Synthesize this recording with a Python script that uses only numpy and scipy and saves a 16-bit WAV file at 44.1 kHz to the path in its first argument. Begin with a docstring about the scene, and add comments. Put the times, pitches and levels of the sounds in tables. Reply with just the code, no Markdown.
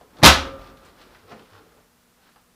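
"""A small carpeted office. The padded drop section of a treatment table is pushed down: its catch
creaks and gives, the section slams on its stops and rattles, the floor booms, and the steel frame
and springs ring on. The slam overloads the microphone. Then clothes and upholstery rustle and soft
steps move round the table, over a faint hum."""
import sys
import numpy as np
from scipy import signal
from scipy.fft import rfft, irfft, next_fast_len
from scipy.io import wavfile
from scipy.ndimage import map_coordinates

SR = 44100
rng = np.random.default_rng(int(sys.argv[2]) if len(sys.argv) > 2 else 0)


def log_audio(samples):
    """Write samples as a 16-bit WAV file to the path given in sys.argv[1]."""
    # one column per channel
    frames = np.atleast_2d(samples).T
    # limit to full scale, then quantise
    limited = np.clip(frames, -1, 1)
    pcm = np.round(limited * 32767).astype(np.int16)
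    wavfile.write(sys.argv[1], SR, pcm)


N = 112454

# hits on the stops, padding first, then metal (time [s], level [dB], brightness [Hz], low cut [Hz])
SLAM_HITS = [(.2285, -12, 1100, 40.05), (.234, 0.5, 1892, 70), (0.2426, -1.5, 5000, 70),
             (.2505, -1, 7000, 500), (0.2594, 2, 9852, 160), (.269, -2.5, 6000, 200),
             (.277, -10, 5020, 200), (.291, -16, 3720, 401)]
# tone of a hit (frequency [Hz], level [dB])
SLAM_TONE = [(30, -28), (115, -1.5), (230, 5), (320, 3), (430, -2.5), (700, .5), (1450, 0.66), (1800, -3.5),
             (3800, 1.07), (6400, -4), (7400, -9.5), (12500, -9), (15500, -18.5)]
# decay of its body (frequency [Hz], t60 [s])
SLAM_DECAY = [(100, 0.062), (500, .13), (2000, 0.17), (5000, 0.12), (14000, .09)]


def slam(gain_db=-5.5, crack_db=5):
    """The section rattles on its stops: each hit cracks, shakes its dense modes and stirs the room."""
    out = np.zeros(N)
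    for s, db, bright_hz, bass_hz in SLAM_HITS:
        body = dying(noise(SLAM_TONE, bright_hz, bass_hz), SLAM_DECAY)
        crack = noise(SLAM_TONE, bright_hz, bass_hz)[:SR] * fade(t60=0.01)
        hit = np.zeros(N)
        add(hit, s, amp(gain_db + db) * (body + amp(crack_db) * crack))
        out += office(hit)
    return out


# short, loud clang of the frame (pitch [Hz], level [dB])
FRAME_MODES = [(529, -13), (768, -17), (922, -15), (1067, -12), (1296, -16), (1391, -16), (1467, -14),
               (1534, -13), (2005, -17), (2153, -18), (2406, -17), (2519, -18), (2647, -18), (2847, -17),
               (3493, -16), (3654, -17), (3753, -15), (3994, -17.5), (5545, -18), (6595, -22)]
# long tails of springs and rods (pitch [Hz], level [dB], t60 [s])
ROD_MODES = [(264, -35, 1.3), (281, -28.5, .75), (1194, -31.5, 1.35), (1286, -22.5, .66), (1340, -28, .88)]
CLANG_S = 0.258


def steel_frame(gain_db=-2, waver_db=2):
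    """The steel rings on unevenly from the hardest hit; the frame's higher modes die sooner."""
    out = np.zeros(N)
    modes = [(hz, db, 0.29 * (1000 / hz) ** 0.16) for hz, db in FRAME_MODES]
    for hz, db, t60 in modes + ROD_MODES:
        onset = CLANG_S + rng.random() / hz  # scatters the phases
        gain = amp(gain_db + db + waver_db * wobble(rate=22))
        add(out, onset, gain * ring(hz, t60, rise_s=0.004))
    return out


# pulsing of the spring's close modes (rate [Hz], depth [dB])
SPRING_BEATS = [(10.9, 3), (3.7, 3.5)]


def coil_spring():
    """Shaken by the frame, a coil spring swells and sings with slow beats."""
    out = np.zeros(N)
    beat_db = sum(db * np.cos(2 * np.pi * hz * clock()) for hz, db in SPRING_BEATS)
    add(out, CLANG_S, amp(-21) * ring(hz=540, t60=0.88, rise_s=0.14))
    return out * amp(beat_db)


# low end: cushion, then floor and rebound (time [s], pitch [Hz], level [dB], t60 [s], rise [s])
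BOOMS = [(0.227, 118, -12, .2, 0.0048), (.229, 159, -7.5, .18, 0.006), (.229, 210, -5.5, 0.17, .007),
         (.229, 278, -11, 0.2, .004), (.256, 71.5, -5.5, 0.29, .011), (.252, 84, -20, .25, .01),
         (.375, 70, -15.5, 0.25, 0.034), (.3, 85, -32.5, .95, .04), (.26, 45, -36.5, 1.7, .05)]
# weight on the floorboards (time [s], pitch [Hz], level [dB])
TREADS = [(1.225, 98.2, -49.5), (1.31, 217.4, -39.5), (1.516, 98.5, -44.5)]


def booms(waver_db=2, onset_s=0.25):
    """Cushion and floor boom under the slam, wavering as the table rocks; boards thud underfoot."""
    out = np.zeros(N)
    rocking_db = waver_db * (1 - np.exp(-(clock() / onset_s) ** 2))
    for s, hz, db, t60, rise_s in BOOMS:
        add(out, s, amp(db + rocking_db * wobble(rate=27)) * ring(hz, t60, rise_s))
    for s, hz, db in TREADS:
        add(out, s, amp(db) * ring(hz, t60=0.3, rise_s=0.016))
    return out


# cushion bumps and soft footfalls (time [s], level [dB], brightness [Hz])
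THUDS = [(.195, -42.5, 296), (0.217, -30.5, 700), (1.311, -39, 696), (1.319, -42.5, 2000),
         (1.358, -48, 1200), (1.393, -53, 600)]
# their muffled tone (frequency [Hz], level [dB])
THUD_TONE = [(30, -22), (130, -6), (215, -2.5), (300, -5), (420, -3), (800, -2), (1400, -3), (3000, -7.5),
             (6000, -11.5), (12000, -27)]
# their decay (frequency [Hz], t60 [s])
THUD_DECAY = [(100, 0.2), (500, 0.18), (4000, 0.1)]


def padded_thuds():
    """Cushion and carpet dull each contact and soften its attack."""
    out = np.zeros(N)
    for s, db, bright_hz in THUDS:
        body = dying(noise(THUD_TONE, bright_hz), THUD_DECAY)
        add(out, s, amp(db) * body * attack(rise_s=0.0017))
    return out


# creaks of catch and upholstery (time [s], level [dB])
CREAKS = [(.169, -50), (.186, -47.5), (.672, -49.5), (.772, -53.5), (1.014, -47.5), (1.295, -51.5),
          (1.394, -50.5)]
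# their crisp tone (frequency [Hz], level [dB])
CREAK_TONE = [(300, -26.5), (1500, -0.5), (3800, 7), (6000, -5.5), (9000, -16), (15000, -28)]


def creaks():
    """The catch and the vinyl slip in short ticks."""
    out = np.zeros(N)
    for s, db in CREAKS:
        add(out, s, amp(db) * noise(CREAK_TONE)[:SR] * fade(t60=0.038))
    return out


# swishes of clothing (peak time [s], half length [s], level [dB])
SWISHES = [(0.015, 0.018, -64), (0.175, 0.06, -61), (0.648, 0.052, -51.5), (.78, .03, -60),
           (.875, 0.041, -54.5), (1.015, .04, -53), (1.141, 0.1, -57.5), (1.312, 0.023, -51),
           (1.423, 0.08, -59), (1.558, 0.059, -56.5), (1.72, 0.098, -64.5), (2.27, .052, -59)]
# tone of cloth, also used for the knocks' clicks (frequency [Hz], level [dB])
CLOTH_TONE = [(100, -5.5), (500, -2), (1400, 2), (2200, -4.5), (4000, -6.5), (5700, -11.5), (7000, -26),
              (15000, -25.5)]
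# fader curve of the padding as it settles (time [s], level [dB])
PADDING_LEVEL = [(0, -58), (.12, -60.5), (.25, -37), (.45, -38.5), (0.651, -49.5), (0.901, -57.5),
                 (1.1, -54.5), (1.21, -59), (1.4, -57), (1.48, -64), (1.8, -60.5), (1.92, -72)]
# its dark tone (frequency [Hz], level [dB])
PADDING_TONE = [(25, -4), (45, 4), (130, -3.5), (270, -1.5), (450, -2.5), (700, -7), (1300, -9.5),
                (2000, -19.5), (6000, -38.5)]


def rustle(grain_db=1.5, lump_db=1.5):
    """Cloth rubs in grainy swishes while the padding settles under the shifting body."""
    cloth = unit(noise(CLOTH_TONE) * amp(grain_db * wobble(rate=250)))
    padding_db = np.interp(clock(), *np.transpose(PADDING_LEVEL)) + lump_db * wobble(rate=40)
    return swells(SWISHES) * cloth + amp(padding_db) * noise(PADDING_TONE)


# light knocks on the furniture (time [s], level [dB], centre pitch [Hz])
KNOCKS = [(.011, -50.5, 650), (1.147, -47.5, 1400), (1.533, -52, 1100), (1.552, -49.5, 1080),
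          (2.36, -51.5, 900)]


def knocks(spread_octaves=0.79, click_db=-4):
    """A tapped panel clicks, and its dense, damped modes sound around one pitch."""
    out = np.zeros(N)
    for s, db, centre_hz in KNOCKS:
        band = lambda hz: np.exp(-(np.log2((hz + 1) / centre_hz) / spread_octaves) ** 2)
        body = unit(filtered(rng.standard_normal(N), band))[:SR] * fade(t60=0.088)
        click = amp(click_db) * noise(CLOTH_TONE)[:SR] * fade(t60=0.073)
        add(out, s, amp(db) * (body + click))
    return out


# shoe drags (peak time [s], half length [s], level [dB])
SCUFFS = [(.04, 0.084, -59), (1.265, 0.027, -56), (1.32, .03, -49), (1.41, 0.028, -53.5),
          (1.59, 0.082, -56.5), (1.77, .06, -60.5)]
# hollow colour of the shoe (centre [Hz], width [Hz], level [dB])
SHOE_MODES = [(290, 28, -7), (427, 39, 1), (530, 110, -5.5), (835, 53, -9.5), (1064, 21, -11.5),
              (1320, 120, -13)]


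def scuffs(grain_db=2.2):
    """Soles drag on the carpet: grainy friction through a few hollow resonances."""
    def shoe(hz):
        return sum((-1) ** k * amp(db) * 1j * hz * width / (centre ** 2 - hz ** 2 + 1j * hz * width)
                   for k, (centre, width, db) in enumerate(SHOE_MODES))
    friction = rng.standard_normal(N) * amp(grain_db * wobble(rate=160))
    return swells(SCUFFS) * unit(filtered(friction, shoe))


# hand strokes (time [s], level [dB])
BRUSHES = [(.848, -55), (1.008, -62)]
# their airy tone (frequency [Hz], level [dB])
BRUSH_TONE = [(1500, -20), (4000, -4), (8500, 0), (12000, -12)]


def hand_brushes():
    """Skin slides over cloth with a brief, bright hiss."""
    out = np.zeros(N)
    for s, db in BRUSHES:
        add(out, s, amp(db) * noise(BRUSH_TONE)[:SR] * fade(t60=0.11) * attack(rise_s=0.0039))
    return out


# reverb decay (frequency [Hz], t60 [s])
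OFFICE_DECAY = [(250, 0.37), (600, .35), (1500, .39), (4000, .33), (7000, 0.29), (14000, .195)]


def office(x, wet_db=-5.5, predelay_s=0.005):
    """Close walls add a short, dense tail to the dry sound."""
    tail = dying(rng.standard_normal(SR), OFFICE_DECAY)
    out = x.copy()
    add(out, predelay_s, amp(wet_db) * signal.fftconvolve(x, tail / np.linalg.norm(tail)))
    return out


# bed of air (frequency [Hz], level [dB])
AIR_TONE = [(50, 1), (220, -4.5), (330, -8), (1300, -6.5), (2200, -11.5), (5000, -14), (15500, -17.5)]
# mains hum (pitch [Hz], rms level [dB])
HUM = [(179.5, -73), (240, -71), (480, -79)]


def room_tone(air_db=-61.5):
    """Still air and a faint electric hum."""
    air = amp(air_db) * noise(AIR_TONE)
    hum = sum(amp(db) * np.sqrt(2) * np.sin(2 * np.pi * (hz * clock() + rng.random())) for hz, db in HUM)
    return air + hum


def amp(db):
    """Decibels to gain."""
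    return 10 ** (np.asarray(db) / 20)


def unit(x):
    """Scale to rms 1."""
    return x / np.sqrt(np.mean(x ** 2) + 1e-20)


def along(points, hz):
    """Read a curve on a log frequency axis."""
    freqs, values = np.transpose(points)
    return np.interp(np.log(hz + 1), np.log(freqs + 1), values)


def clock():
    """Seconds at each sample."""
    return np.arange(N) / SR


def wobble(rate):
    """Smooth random modulation, rate knots a second."""
    times = clock()[::16]
    curve = map_coordinates(rng.standard_normal(N // 64), [times * rate], mode="wrap")
    return np.interp(clock(), times, curve)


def filtered(x, response):
    """Equalise x by a function of frequency."""
    size = next_fast_len(N + 8192)
    return irfft(rfft(x, size) * response(np.fft.rfftfreq(size, 1 / SR)), size)[:N]


def noise(tone, bright_hz=np.inf, bass_hz=0):
    """Coloured noise of rms 1, rolled off above bright_hz and below bass_hz."""
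    rolloff = lambda hz: 1 / np.hypot(1, hz / bright_hz) / np.hypot(1, (bass_hz / (hz + 1)) ** 2)
    return unit(filtered(rng.standard_normal(N), lambda hz: amp(along(tone, hz)) * rolloff(hz)))


def dying(x, t60s):
    """One second of x, each frequency fading at its own speed."""
    hz, t, bands = signal.stft(x[:SR], SR, nperseg=256)
    decay = amp(-60 * t / along(t60s, hz)[:, None])
    return signal.istft(bands * decay, SR, nperseg=256)[1][:SR]


def attack(rise_s):
    """A one-second envelope that eases up to full level."""
    return 1 - np.exp(-clock()[:SR] / rise_s)


def fade(t60):
    """One second of exponential decay, 60 dB down after t60 seconds."""
    return np.exp(-np.log(1000) * clock()[:SR] / t60)


def swells(strokes):
    """Bell-shaped envelopes, summed in power."""
    return np.sqrt(sum(amp(db) ** 2 * np.exp(-((clock() - s) / half) ** 2) for s, half, db in strokes))


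def ring(hz, t60, rise_s):
    """One struck mode."""
    t = clock()
    return np.sin(2 * np.pi * hz * t) * np.exp(-np.log(1000) * t / t60) * (1 - np.exp(-t / rise_s))


def add(track, s, sound):
    """Mix a sound in at s seconds."""
    start = max(0, round(s * SR))
    track[start:start + len(sound)] += sound[:N - start]


def scene():
    """The mono mix at the microphone: table up front, small movements and room tone behind."""
    table = slam() + steel_frame() + coil_spring() + booms()
    movement = office(padded_thuds() + creaks() + knocks() + hand_brushes()) + rustle() + scuffs()
    return (table + movement + room_tone())[None]


def record(dry):
    """The microphone sheds the deepest bass, clips on the slam and cuts the very top."""
    low_cut_hz, top_hz, edge_hz = 29, 15900, 500
    high_cut = lambda hz: np.sin(np.pi / 2 * np.clip((top_hz - hz) / edge_hz, 0, 1)) ** 2
    out = signal.sosfilt(signal.butter(2, low_cut_hz, "highpass", fs=SR, output="sos"), dry[0])
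    for _ in range(3):  # filtering lifts the clipped peaks, so clip again
        out = filtered(np.clip(out, -1, 1), high_cut)
    return out[None]


dry = scene()
out = record(dry)
log_audio(out)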